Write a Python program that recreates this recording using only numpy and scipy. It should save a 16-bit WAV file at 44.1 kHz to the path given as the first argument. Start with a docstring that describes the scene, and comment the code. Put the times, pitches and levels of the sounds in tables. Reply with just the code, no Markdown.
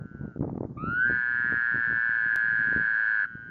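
"""In the grass at night, a toad close to the microphone swells its throat and trills for 2.5 seconds.
Each pulse is a short burst of one tone, with overtones, snaps of the larynx and the ring of the vocal sac;
the tone glides up and the pulses separate as the call starts. Farther off, a toad ends a call and
begins another. Moving air buffets the microphone softly; there are dull handling crackles and one tick."""
import sys
import numpy as np
from scipy import signal
from scipy.fft import rfft, irfft, next_fast_len
from scipy.io import wavfile
from scipy.ndimage import map_coordinates

SR = 44100
rng = np.random.default_rng(int(sys.argv[2]) if len(sys.argv) > 2 else 0)


def unload_wav(signal):
    """Save mono or channel-first audio to the path in sys.argv[1] as 16-bit WAV at rate SR, clipped to [-1, 1]."""
    wavfile.write(
        sys.argv[1],
        SR,
        np.round(np.clip(np.atleast_2d(signal).T, -1, 1) * 32767).astype(np.int16),
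    )


N = 154350
T = np.arange(N) / SR

# Overtones of both toads: multiple of the tone, relative level/dB
OVERTONES = [(2, -21.5), (3, -24)]


def amp(db):
    """Decibels to gain."""
    return 10 ** (np.asarray(db) / 20)


def unit(x):
    """x at rms 1."""
    return x / np.sqrt(np.mean(x ** 2) + 1e-20)


def curves(rows, at):
    """Each column after the time, read at the given times."""
    times, *columns = np.transpose(rows)
    return [np.interp(at, times, column) for column in columns]


def wobble(rate):
    """A smooth random curve, rate knots a second."""
    return map_coordinates(rng.standard_normal(int(N * rate / SR) + 4), [T * rate])


def filtered(x, response):
    """x times a response of frequency."""
    size = next_fast_len(N + SR // 2)
    return irfft(rfft(x, size) * response(np.fft.rfftfreq(size, 1 / SR)), size)[:N]


def coloured(x, points):
    """x through (f/Hz, level/dB) points on a log axis."""
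    f, db = np.transpose(points)
    return filtered(x, lambda hz: amp(np.interp(np.log(hz + 1), np.log(f), db)))


def resonance(x, centre_hz, width_hz):
    """x through one ringing resonance."""
    return filtered(x, lambda f: 1j * f * width_hz / (centre_hz ** 2 - f ** 2 + 1j * f * width_hz))


def windows(times, size):
    """Sample numbers around each time, and their distance from it in s."""
    index = np.round(times * SR).astype(int)[:, None] + np.arange(-size, size + 1)
    return index, index / SR - times[:, None]


def summed(index, waves):
    """Short waves laid on the time line."""
    inside = (index >= 0) & (index < N)
    return np.bincount(index[inside], waves[inside], N)


def clicks(times, gains):
    """Impulses that may fall between samples."""
    index, t = windows(times, size=8)
    return summed(index, gains[:, None] * np.sinc(t * SR) * np.hanning(t.shape[1]))


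def air(lumpy_db=3.5, hiss_db=-81):
    """Air moving past the microphone makes a lumpy rumble over a very faint steady hiss."""
    # Strength of the rumble: t/s, level/dB
    gusts = [(0, -38), (.1, -54), (.25, -35.5), (.34, -52.5), (.385, -55), (.43, -28), (.52, -37),
             (.62, -39), (.75, -41), (.87, -34.5), (1.0, -46), (1.12, -36), (1.22, -56.5), (1.53, -43),
             (1.66, -58.5), (1.76, -38.5), (1.83, -55), (1.92, -37.5), (2.02, -58.5), (2.6, -50.5),
             (2.77, -38), (2.9, -59.5), (3.2, -61), (3.42, -51)]
    # Spectra of rumble and hiss: f/Hz, relative level/dB
    rumble_colour = [(20, -26), (60, -5), (130, 4), (250, -0.5), (400, -11.5), (700, -23.5), (1200, -30),
                     (2200, -51.5), (3200, -86.5)]
    hiss_colour = [(30, 18.5), (300, 14.5), (1500, -2), (3000, -0.5), (7000, 0.5), (7700, -26.5),
                   (16000, -14.5)]
    level_db, = curves(gusts, T)
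    lumps = rng.standard_normal(N) * amp(lumpy_db * wobble(140))
    rumble = unit(coloured(lumps, rumble_colour))
    hiss = unit(coloured(rng.standard_normal(N), hiss_colour))
    return amp(level_db) * rumble + amp(hiss_db) * hiss


def buffets(steepness=2.54, trim_db=-2, low_cut_hz=137):
    """Each buffet is one rounded push and pull of air on the microphone."""
    # Buffets: t/s, relative level/dB, f/Hz
    puffs = [(0.057, -21.5, 181), (0.115, -27.5, 188), (0.15, -22, 195), (.212, -20, 191), (.245, -25, 223),
             (0.257, -29, 254), (0.28, -24, 280), (.362, -21.5, 298), (.374, -23, 268), (0.395, -15.5, 227),
             (.41, -10.5, 207), (0.416, -25, 178), (0.43, -16, 293), (.445, -20, 405), (0.451, -15, 319),
             (0.467, -33, 290), (0.478, -19.5, 367), (0.5, -38, 223), (0.531, -17, 232), (.557, -20.5, 300),
             (0.578, -16.5, 295), (.609, -13, 344), (.633, -16.5, 420), (.652, -16.5, 340),
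             (0.688, -29, 190), (0.709, -25, 192), (0.778, -26, 200), (0.841, -15.5, 250),
             (0.913, -25, 170), (1.08, -31.5, 244), (1.099, -19, 331), (1.109, -17.5, 279.1),
             (1.401, -29.5, 186), (1.463, -27, 224), (1.525, -22, 356), (1.542, -24, 270.3),
             (1.745, -24, 227), (1.759, -24.5, 300), (1.911, -23.5, 219.9), (1.927, -26.5, 288.3),
             (2.095, -29.5, 208), (2.262, -29.5, 196), (2.531, -29.5, 192), (2.591, -35, 203),
             (2.686, -24.5, 190), (2.728, -23.5, 359), (2.763, -15.5, 241.4), (2.776, -20.5, 242),
             (2.798, -26, 310), (3.354, -24, 177)]
    times, db, hz = np.transpose(puffs)
    index, t = windows(times, size=1500)
    random_turn = np.exp(2j * np.pi * rng.random((len(times), 1)))
    push = random_turn / (1 - 2j * np.pi * hz[:, None] * t / steepness) ** steepness
    pushes = summed(index, amp(db + trim_db)[:, None] * push.real * np.hanning(t.shape[1]))
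    return filtered(pushes, lambda f: 1j * f / (low_cut_hz + 1j * f))


def crackles(half_s=0.0018):
    """Handling noise: each crackle is a few milliseconds of dull noise."""
    # Crackles: t/s, relative level/dB
    touches = [(.41, -20.5), (0.434, -23.5), (.446, -23), (.452, -26), (.481, -25), (0.497, -23.5),
               (.554, -30), (.58, -21), (0.607, -28), (0.631, -29.5), (.644, -29.5)]
    # Their spectrum: f/Hz, level/dB
    colour = [(100, -17), (400, 4.5), (900, 1), (2200, -30), (3000, -55), (5000, -59.5)]
    times, db = np.transpose(touches)
    index, t = windows(times, size=400)
    envelope = summed(index, amp(db)[:, None] * np.exp(-(t / half_s) ** 2))
    return coloured(envelope * rng.standard_normal(N), colour)


def tick(at_s=2.3605, corner_hz=960):
    """One sharp dry tick: a low-passed impulse."""
    impulse = clicks(np.array([at_s]), amp([-3.5]))
    return filtered(impulse, lambda hz: 1 / (1 + 1j * hz / corner_hz))


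def ground_scatter(x, level_db=-24, t60_s=.09):
    """The surroundings scatter a short weak tail back to the microphone."""
    t = T[:SR // 4]
    tail = rng.standard_normal(len(t)) * amp(-60 * t / t60_s)
    return amp(level_db) * signal.fftconvolve(x, tail / np.linalg.norm(tail))[:N]


def overtone_wave(phase):
    """The overtones of a tone with this phase."""
    return sum(amp(db) * np.cos(round(multiple) * phase) for multiple, db in OVERTONES)


def gliding_overtones(count, voice_rows, settle_s, warble=0.054, growth=0.6, trim_db=-6.5):
    """During the opening glide the overtones run on unbroken and warble once a pulse."""
    hz, db, _ = curves(voice_rows, T)
    phase = 2 * np.pi * np.cumsum(hz * (1 + warble * np.sin(2 * np.pi * count))) / SR
    fade = np.minimum(2 * count, 1) * np.interp(T, settle_s, [1, 0])
    level_db = trim_db + db.max() + growth * (db - db.max())
    return fade * amp(level_db) * overtone_wave(phase)


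def pulsed_overtones(burst, phase, gain, settled, growth=0.64, sharpness=2.5):
    """In the steady trill the overtones come in shorter bursts and grow more slowly than the tone."""
    strength = gain.max() * (gain / gain.max()) ** growth * amp(-3 * settled)
    return (settled * strength)[:, None] * burst ** sharpness * overtone_wave(phase)


def vocal_sac(tone, pulsing, ring_hz=1715, t60_s=.02):
    """The sac rings freely only between pulses."""
    ring = resonance(tone, ring_hz, width_hz=np.log(1000) / (np.pi * t60_s))
    return amp(-3) * np.exp(-2 * pulsing) * ring


def larynx(times, gain, snap_scatter_db, rasp_envelope, rasp_db=-24):
    """With each pulse the larynx opens, flaps and shuts, and noise escapes; the throat colours both."""
    # The three snaps: t/ms from the middle of a pulse, relative level/dB
    snap_rows = [(-1.54, 3), (0.7, -2), (2.5, 0.5)]
    # Response of the throat: f/Hz, level/dB
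    throat = [(250, -26.5), (550, -3.5), (750, -3.5), (1000, 5), (1300, 7), (1900, 14.5), (2150, 5),
              (2350, -3), (2600, -2), (2800, -8), (3100, -2.5), (3450, -23.5), (3750, -13.5), (3950, -24.5),
              (4150, -7), (4400, -24.5), (4700, -19), (5050, -44.5), (5350, -36), (5550, -35),
              (5750, -34.5), (6000, -41.5), (7200, -66.5), (9000, -81.5)]
    # A high resonance that comes out late in the call: t/s, relative level/dB
    whistle_levels = [(1.0, -11), (1.4, -19), (2.3, -18), (2.7, -11.5), (3.25, -9)]
    snaps = sum(clicks(times + ms / 1000, gain * amp(db + scatter_db))
                for (ms, db), scatter_db in zip(snap_rows, snap_scatter_db))
    rasp = amp(rasp_db) * rasp_envelope * rng.standard_normal(N)
    whistle_db, = curves(whistle_levels, T)
    whistle = amp(whistle_db) * resonance(snaps, centre_hz=4175, width_hz=110)
    return coloured(snaps + rasp, throat) + whistle


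def trill(rate_rows, voice_rows, settle_s, buzz_db, jitter_s):
    """One call: a train of tone bursts with overtones, the ring of the sac and the buzz of the larynx."""
    # Colour of the overtones: f/Hz, level/dB
    overtone_colour = [(2200, 5.5), (3100, -12), (3450, -19.5), (3750, -16), (4200, -16), (4500, -24.5),
                       (4950, -32.5), (6200, -27.5), (7000, -41.5)]
    rate, = curves(rate_rows, T)
    calling = (T >= rate_rows[0][0]) & (T <= rate_rows[-1][0])
    count = np.cumsum(rate * calling) / SR
    times = np.interp(np.arange(.5, count[-1]), count, T)
    late, louder, higher, *snap_chance = rng.standard_normal((400, 6))[:len(times)].T
    loosening = 1 + 0.23 * (times - times[0])  # the timing loosens as the toad tires
    times = times + jitter_s * loosening * late

    hz, db, half_ms = curves(voice_rows, times)
    gain = amp(db + .2 * louder)
    settled = np.interp(times, settle_s, [0, 1])
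    hz = hz * (1 + 0.0038 * settled * higher)
    # The phase runs on from pulse to pulse at first; once settled, all pulses start in the same phase.
    cycles = np.diff(times, prepend=times[0]) * (hz + np.roll(hz, 1)) / 2
    start = np.cumsum((1 - settled) * (cycles - np.round(cycles)))
    index, t = windows(times, size=500)
    phase = 2 * np.pi * (start[:, None] + hz[:, None] * t)
    burst = np.exp(-np.abs(1000 * t / half_ms[:, None]) ** 2.48)  # a bell with a flattened top
    tone = summed(index, gain[:, None] * burst * np.cos(phase))

    overtones = gliding_overtones(count, voice_rows, settle_s)
    overtones += summed(index, pulsed_overtones(burst, phase, gain, settled))
    sac = vocal_sac(tone, pulsing=summed(index, burst))
    rasp_envelope = summed(index, (gain * (0.22 + 0.84 * settled))[:, None] * burst)
    buzz = larynx(times, gain * settled, 0.5 * np.array(snap_chance), rasp_envelope)
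    return tone + sac + coloured(overtones, overtone_colour) + amp(buzz_db) * buzz


def far_toad():
    """Farther from the microphone, lower and fainter, a toad ends one call and begins another."""
    # The two calls: t/s, pulse rate/Hz, f/Hz, level/dB, pulse half length/ms
    ending = [(0, 126.6, 1470, -49, 1.93), (.2, 123.5, 1480, -47.5, 2.5), (.3, 118.5, 1440, -50, 2.8),
              (.38, 104, 1420, -51.5, 2)]
    next_call = [(1.5, 96.7, 1184, -61.5, 6.9), (1.65, 114.8, 1399, -42, 3.46),
                 (1.85, 119.9, 1572, -36.5, 2.6), (2.5, 117, 1557, -33.5, 3.2),
                 (3.28, 114.4, 1532, -34.5, 2.26), (3.51, 112.7, 1547, -37, 3.04)]
    calls = np.zeros(N)
    for rows, settle_s in [(ending, (-2, -1)), (next_call, (1.75, 2.1))]:  # the first is already steady
        rates = [(s, rate) for s, rate, *_ in rows]
        voice = [(s, *rest) for s, _, *rest in rows]
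        calls += trill(rates, voice, settle_s, buzz_db=-6, jitter_s=2e-5)
    return calls


def near_toad():
    """Close by, the pulse rate climbs, sags as the toad tires and drops at the end."""
    # Pace through the call: t/s, pulse rate/Hz
    rising = [(.771, 94.32), (.82, 102.59), (.87, 110.59), (1.0, 120.41)]
    held = [(1.12, 122.79), (1.3, 121.76), (1.53, 120.3), (1.8, 116.9), (2.1, 115.28), (2.355, 112.32),
            (2.36, 32.71), (2.365, 112.38)]  # at the tick, a brief dropout shifts the pulses by half a beat
    tiring = [(2.75, 110.72), (3.15, 108.42), (3.2, 103.54), (3.25, 89.87), (3.266, 67)]
    # Tone of the pulses: t/s, f/Hz, level/dB, pulse half length/ms
    voice = [(.768, 1163, -39, 4.5), (.81, 1254, -35.5, 4.5), (.87, 1352, -27.5, 3.5),
             (0.958, 1456, -23, 3.7), (1.029, 1527, -16.5, 3.25), (1.101, 1590, -17.5, 2.3),
             (1.2, 1611, -19, 1.96), (1.5, 1625, -18, 1.6), (1.85, 1620, -18, 1.84),
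             (2.3, 1620, -17.5, 2.1), (2.9, 1613, -18, 2.26), (3.245, 1602, -17, 2.18),
             (3.26, 1410, -29, 2.26)]
    return trill([*rising, *held, *tiring], voice, settle_s=(1.04, 1.12), buzz_db=-3.5, jitter_s=3e-5)


def scene():
    """Both toads in the open, heard from one microphone with the noises at it."""
    toads = near_toad() + far_toad()
    return (toads + ground_scatter(toads) + buffets() + crackles() + air() + tick())[None]


def record(dry):
    """Nothing above 16.2 kHz is kept."""
    return np.array([filtered(channel, lambda hz: hz < 16200) for channel in dry])


dry = scene()
out = record(dry)
unload_wav(out)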